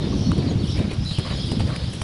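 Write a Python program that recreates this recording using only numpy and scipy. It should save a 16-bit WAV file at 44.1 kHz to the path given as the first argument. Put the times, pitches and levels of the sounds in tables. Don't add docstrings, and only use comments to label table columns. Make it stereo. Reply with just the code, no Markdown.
import sys
import numpy as np
from scipy import signal
from scipy.fft import rfft, irfft
from scipy.io import wavfile
from scipy.ndimage import uniform_filter1d

SR = 44100
rng = np.random.default_rng(int(sys.argv[2]) if len(sys.argv) > 2 else 0)


def wav_record(signal):
    frames = np.transpose(np.atleast_2d(signal))
    bounded = np.clip(frames, -1, 1)
    quanta = np.round(bounded * 32767).astype(np.int16)
    wavfile.write(sys.argv[1], SR, quanta)


def volts(x):
    e = np.asarray(x, float) / 20
    return 10 ** e


N = 89655


def evened(x):
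    return x / np.sqrt(np.mean(x ** 2) + 1e-20)


def read(points, hz):
    f, value = np.transpose(points)
    return np.interp(np.log(hz + 1), np.log(f + 1), value)


def add(mix, s, sound):
    at = round(s * SR)
    sound = sound[max(-at, 0):]
    part = mix[max(at, 0):][:len(sound)]
    part += sound[:len(part)]


def noise(colour, same, patchy_db, size=512, low_db=-40):
    frames, hz = N * 4 // size + 5, np.fft.rfftfreq(size, 1 / SR)
    a, b, c, d, patches = rng.standard_normal((frames, len(hz), 5)).T
    patches = uniform_filter1d(patches, size=6, axis=0)
    patches = evened(uniform_filter1d(patches, size=8, axis=1))
    like = np.clip(read(same, hz), -1, 1)[:, None]
    left, other = a + 1j * b, c + 1j * d
    z = np.array([left, like * left + np.sqrt(1 - like ** 2) * other])
    outside = (hz < colour[0][0] * .9) | (hz > colour[-1][0] * 1.02)
    shape = read(colour, hz) + low_db * outside
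    z *= volts(shape[:, None] + patchy_db * patches)
    return evened(signal.istft(z, nperseg=size, noverlap=size * 3 // 4)[1][:, :N])


def lumps(per_s):
    hz = np.fft.rfftfreq(N, 1 / SR)
    return evened(irfft(rfft(rng.standard_normal((2, N))) / (1 + (hz / per_s) ** 4), N))


# start_s, swish_db, slap_db, thud_db
HOOF_FALLS = [(0.379, -28, -26, -50), (0.5542, -48, -36, -14), (0.7701, -27, -46, -41),
              (0.7894, -26.5, -27, -9), (0.9122, -25.5, -25, -33), (0.934, -25.5, -41.5, -19),
              (1.1102, -33, -30, -16.5), (1.1844, -20, -24.5, -16), (1.1941, -29, -29, -21),
              (1.515, -19, -27, -17), (1.5947, -23.5, -24, -17), (1.6045, -25, -25, -13),
              (1.933, -19.5, -31.5, -57), (2.0167, -16.5, -23, -17)]
# start_s, level_db, ring_hz, sparkle_db
SHOE_CLICKS = [(0.3174, -17, 2100, -39), (0.318, -13, 1300, -45), (1.5185, -21, 850, -60),
               (1.527, -30, 2000, -60), (1.6042, -15, 800, -55), (1.704, -20, 1300, -50),
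               (1.7626, -15, 2800, -34), (1.766, -40, 2500, -41), (2.0162, -17, 2500, -36),
               (2.0172, -19, 1250, -44)]
# freq_hz, level_db
SLAP_TONE = [(300, 16.5), (700, -0.5), (1500, -10), (3000, -5.5), (6000, -20)]
# freq_hz, level_db
GRASS_TONE = [(1300, 6), (2500, -0.5), (7000, 3), (10000, 8), (13000, -8.5)]


def hooves():
    thud_hz, thud_t60_s = 97, 0.048
    slap_s, slap_tail_s = 0.0028, 0.035
    swish_rise_s, swish_fall_s = 0.004, 0.0074
    click_turns, click_sag, spark_s = 7.0, 0.15, 0.00056
    t, u = np.arange(2000) / SR, np.arange(-600, 1400) / SR
    out, slap, swish, spark = np.zeros((4, N))

    push = np.sin(2 * np.pi * thud_hz * t) * volts(-60 * t / thud_t60_s)
    smack = np.minimum(t / 0.001, 1) * (np.exp(-t / slap_s) + 0.21 * np.exp(-t / slap_tail_s))
    sweep = np.where(u < 0, np.exp(u / swish_rise_s), np.exp(-u / swish_fall_s))
    for s, swish_db, slap_db, thud_db in HOOF_FALLS:
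        add(out, s, volts(thud_db + 1.0) * push)
        add(slap, s, volts(slap_db + 2.0) * smack)
        add(swish, s - 500 / SR, volts(swish_db - 18.5) * sweep)

    for s, db, hz, spark_db in SHOE_CLICKS:
        decay = volts(db + 2.2 - 60 * t * hz / click_turns)
        sag = 1 - click_sag * np.tanh(t * hz / 3)
        add(out, s, decay * np.tanh(3 * t * hz) * np.sin(2 * np.pi * hz * t * sag))
        add(spark, s, volts(spark_db) * t / spark_s * np.exp(1 - t / spark_s))

    near = [(100, 0.63), (9000, 0.85)]  # (Hz, left-right likeness)
    thuds = out * volts([[-.5], [.5]])
    slaps = slap * noise(SLAP_TONE, near, 0.74)
    swishes = swish * noise(GRASS_TONE, near, 1.5)
    return thuds + slaps + swishes + spark * noise(GRASS_TONE, near, 1.0)


# freq_hz, likeness
AIR_LIKENESS = [(700, 0.83), (2500, 0.6), (6000, 0.89), (8000, 0.52), (11000, 1)]


def swells(table, colour):
    grit_per_s, grit_depth = 660, 0.71
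    env = np.zeros(N)
    for s, length, db in table:
        u = np.arange(0, 1, 1 / (length * SR))
        add(env, s, volts(db) * np.sin(np.pi * u ** 0.41) ** 0.42)
    crumbs = np.minimum(rng.exponential(1, N), 1.6) * (rng.random(N) < grit_per_s / SR)
    grit = signal.lfilter([1], [1, -.985], crumbs)
    rough = env * (1 + grit_depth * grit) / 2
    return rough * noise(colour, AIR_LIKENESS, 2.15) * volts(1.6 * lumps(18)[0])


# start_s, length_s, level_db
BREATHS = [
    (.02, 0.077, -41),
    (.42, 0.12, -37),
    (.76, 0.22, -38),
    (1.24, 0.17, -36),
    (1.656, 0.24, -36.5),
]
# freq_hz, level_db
BREATH_TONE = [(500, 9.5), (1150, -10.5), (1700, -3.5), (2400, -4.5), (4000, -19), (12000, -28)]


def breath():
    return swells(BREATHS, BREATH_TONE)


# start_s, length_s, level_db
LEG_BRUSHES = [(.13, 0.29, -55), (.62, 0.18, -50), (1.04, 0.22, -48.5), (1.25, 0.26, -50.5),
               (1.45, 0.22, -50), (1.66, 0.28, -51), (1.9, 0.16, -49)]


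def brushes():
    return swells(LEG_BRUSHES, GRASS_TONE)


# start_s, length_s, level_db
CLOD_FALLS = [(.12, 0.05, -49), (.89, 0.09, -46), (1.25, 0.061, -42), (1.3, .05, -40), (1.69, .09, -38)]
# freq_hz, level_db
CLOD_TONE = [(450, -1), (700, -13), (1150, 12.5), (1500, -13.5), (2500, -13)]


def clods():
    return swells(CLOD_FALLS, CLOD_TONE)


# start_s, level_db, tear_db (tearing of the upper edge)
GUSTS = [(0, -23, 8), (.15, -18, 2.5), (.28, -15.5, -3), (.34, -18.5, 2.5), (.47, -19.5, 5),
         (.62, -17.5, -2), (.74, -16.5, -8), (.8, -19.5, 5.5), (.92, -26.5, 3), (1.0, -17, -10.5),
         (1.15, -26.5, -7.5), (1.3, -21, -7), (1.45, -22, -1), (1.6, -15.5, -4), (1.72, -21.5, -4.5),
         (1.8, -24.5, -4), (2.03, -27.5, 1.5)]
# freq_hz, level_db per Hz
WIND_TONE = [(20, -49), (60, -1.5), (108, 0.5), (205, -5), (296, -7.5), (842, -30), (1010, -31),
             (1600, -45), (2080, -100)]
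# freq_hz, likeness
WIND_LIKENESS = [(40, 1), (130, 0.63), (270, 0.21), (600, -0.29)]


def wind():
    lull_db = -3
    t = np.arange(N) / SR
    when, level_db, tear_db = np.transpose(GUSTS)
    db, tear = np.interp(t, when, level_db), np.interp(t, when, tear_db)
    x = noise(WIND_TONE, WIND_LIKENESS, 0.62, size=2048)
    low = signal.sosfiltfilt(signal.butter(2, 180, fs=SR, output="sos"), x)
    shared = lumps(55.0)[0]
    rumble = low * volts(1.2 * shared)
    edge = (x - low) * volts(tear + 1.6 * shared + 1.67 * lumps(37))
    return volts(db + lull_db) * (rumble + edge)


# start_s, peak_db, centre_hz
EDDY_HITS = [(0.112, -8.5, 169), (0.147, -11, 151), (0.162, -11, 208), (0.195, -7.5, 161),
             (0.258, -14, 140), (0.273, -8.5, 187), (0.293, -4.5, 192), (0.312, -15.5, 137),
             (0.365, -9.5, 242), (0.384, -4, 192), (0.429, -6.5, 197), (0.466, -10, 253), (0.495, -13, 167),
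             (0.513, -13, 188), (0.559, -9.5, 173), (0.641, -5.5, 194), (0.704, -14, 134),
             (0.794, -15, 127), (0.809, -8.5, 165), (0.845, -10.5, 151), (0.881, -10, 178),
             (0.989, -10.5, 118.4), (1.022, -22, 180), (1.062, -13.5, 125), (1.116, -11, 147),
             (1.189, -8, 138), (1.252, -23, 158), (1.301, -14, 113), (1.322, -23, 173), (1.341, -17.5, 193),
             (1.377, -26, 131), (1.398, -29, 140), (1.454, -15.5, 130), (1.474, -12.5, 172),
             (1.52, -9, 129), (1.555, -10.5, 202), (1.575, -12, 157), (1.607, -13, 146), (1.652, -10, 140),
             (1.677, -15, 133), (1.698, -13, 163), (1.724, -13, 150), (1.784, -17, 138), (1.844, -14, 160),
             (1.868, -22, 180), (1.885, -16, 170)]


def eddies():
    level_db, side_rad, turns = -4, 0.62, 0.78
    out, t = np.zeros((2, N)), np.arange(-800, 800) / SR
    chances = rng.uniform(-1, 1, (len(EDDY_HITS), 2))
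    for (s, db, hz), (turn, skew) in zip(EDDY_HITS, chances):
        bell = volts(db + level_db) * np.exp(-(t * hz / turns) ** 2)
        for port, sign in zip(out, (1, -1)):
            swing = np.cos(2 * np.pi * hz * t + turn + sign * side_rad * (1 + skew))
            add(port, s - 800 / SR, bell * swing)
    return out


def note(length, from_hz, to_hz, db, waver, phase):
    trill_hz, trill_depth, arch = 67.8, 0.33, 0.001
    t = np.arange(0, length, 1 / SR)
    glide = from_hz + (to_hz - from_hz) * t / length
    bend = arch / length * (np.sin(np.pi * t / length) - .6)
    hz = glide * (1 + waver[:len(t)] + bend)
    trill = 1 - trill_depth * np.sin(np.pi * trill_hz * t + phase) ** 2
    swell = np.sin(np.pi * t / length) ** 0.14
    return volts(db + 3.5) * trill * swell * np.sin(2 * np.pi * np.cumsum(hz) / SR)


def field(x):
    t60_s = 0.26
    t = np.arange(SR // 2) / SR
    tail = rng.standard_normal((2, len(t))) * volts(-60 * t / t60_s) * (t > .004)
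    return signal.fftconvolve(x[None], tail / np.linalg.norm(tail[0]), axes=1)[:, :N]


# start_s, length_s, from_hz, to_hz, level_db
CLEAR_NOTES = [(.02, .04, 4200, 4200, -45), (.235, .06, 4300, 4400, -43), (.3, .035, 3550, 4050, -47),
               (.325, .04, 4400, 4300, -43), (.385, .04, 4580, 4400, -41), (.462, .035, 4700, 4400, -43),
               (.487, .035, 6900, 6300, -49), (.575, .03, 5900, 4700, -51), (.59, .022, 4400, 4420, -42),
               (.61, .047, 4150, 2850, -43), (.69, .065, 5750, 5000, -45), (1.0, .1, 5150, 5000, -47),
               (1.05, .06, 4000, 3920, -37), (1.06, .08, 6750, 6850, -55), (1.11, .05, 3500, 3100, -44),
               (1.11, .17, 5030, 5000, -48), (1.295, .09, 4000, 3650, -44), (1.305, .11, 6850, 6600, -53),
               (1.34, .2, 5000, 4985, -43), (1.59, .05, 4550, 4700, -46), (1.74, .08, 4950, 5100, -47),
               (1.895, .055, 3600, 2450, -48), (.793, .022, 3750, 3550, -43), (.895, .02, 4100, 4400, -45),
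               (1.82, .045, 4200, 4750, -44), (.895, .03, 2400, 2500, -47)]
# start_s, length_s, from_hz, to_hz, level_db
BUZZY_NOTES = [(0, 0.093, 3540, 3654, -43.5), (0.17, 0.118, 5595, 5430, -43.5),
               (0.698, .055, 5550, 5120, -50), (0.505, 0.022, 3100, 3430, -42),
               (0.47, 0.035, 4100, 4005, -41), (0.671, 0.1, 3700, 3626, -45),
               (.74, 0.082, 2300, 2350, -47.5), (1.064, 0.085, 4280, 4134, -40),
               (1.138, 0.048, 3200, 3020, -38), (1.2, 0.047, 3400, 3340, -42),
               (1.379, .035, 3400, 3206, -36.5), (1.425, 0.041, 3200, 3386, -40.5),
               (1.915, 0.15, 5650, 5600, -52)]


def near_birds(waver):
    near, rasp = np.zeros(N), lumps(660)[0]
    for s, length, from_hz, to_hz, db in CLEAR_NOTES:
        wobble = 0.0084 * waver[round(s * SR / 2):]
        add(near, s, note(length, from_hz, to_hz, db + 0.24, wobble, 0.95))
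    for s, length, from_hz, to_hz, db in BUZZY_NOTES:
        buzz = 0.056 * rasp[round(s * SR / 2):]
        add(near, s, note(length, from_hz, to_hz, db, buzz, 1.0))
    return near * volts(1.5 * lumps(70)[0])


# start_s, level_db, highest_hz
FLOCK_COURSE = [(0, -41.5, 5460), (0.172, -41, 6054), (.45, -44, 5650), (.56, -58, 5680),
                (0.681, -34, 5970), (0.851, -46, 5374), (0.999, -45.5, 5835), (1.12, -37.5, 5295),
                (1.45, -35.5, 5312), (1.649, -40, 5294), (1.849, -41, 5196), (2.03, -45, 5830)]


def far_flock(waver):
    count, low_hz, glide = 600, 2907, 0.263
    far = np.zeros(N)
    when, level_db, highest_hz = np.transpose(FLOCK_COURSE)
    for k, (a, b, c, d, e) in enumerate(rng.random((count, 5))):
        s = (k + a) / count * N / SR - .02
        hz = low_hz + b * (np.interp(s, when, highest_hz) - low_hz)
        to_hz = hz * (1 - glide * (d - .4) * 4 * b * (1 - b))
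        db = np.interp(s, when, level_db) - 11 + 4.9 * e
        add(far, s, note(0.011 + 0.01986 * c, hz, to_hz, db, 0.0429 * waver[k * 100:], 6 * a))
    return far


def birds():
    field_db, pan_db = -3, -6
    waver = lumps(150)[0]
    near, far = near_birds(waver), far_flock(waver)
    direct = np.array([near + 0.6 * far, np.roll(near + 0.93 * far, 1)])
    smeared = volts(field_db) * field(near + 1.11 * far)
    return (direct + smeared) * volts([[pan_db / 2], [-pan_db / 2]])


# freq_hz, level_db per Hz
AIR_TONE = [(500, 4), (800, -0.5), (1900, -4.5), (3800, -1), (7800, -17.5), (9800, -17.5), (13000, -30)]


def air():
    return volts(-42) * noise(AIR_TONE, AIR_LIKENESS, 1.0)


def scene():
    horse = hooves() + breath() + brushes() + clods()
    return horse + wind() + eddies() + birds() + air()


def roll_off(x):
    return signal.sosfilt(signal.butter(12, 11570, fs=SR, output="sos"), x)


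# freq_hz, level_db
BAND_EDGE = [(11000, 0), (11130, -34), (12300, -40), (13000, -80)]


def record(dry):
    hz = np.fft.rfftfreq(N, 1 / SR)
    cut = irfft(rfft(dry) * volts(read(BAND_EDGE, hz)), N)
    return roll_off(cut)


dry = scene()
out = record(dry)
wav_record(out)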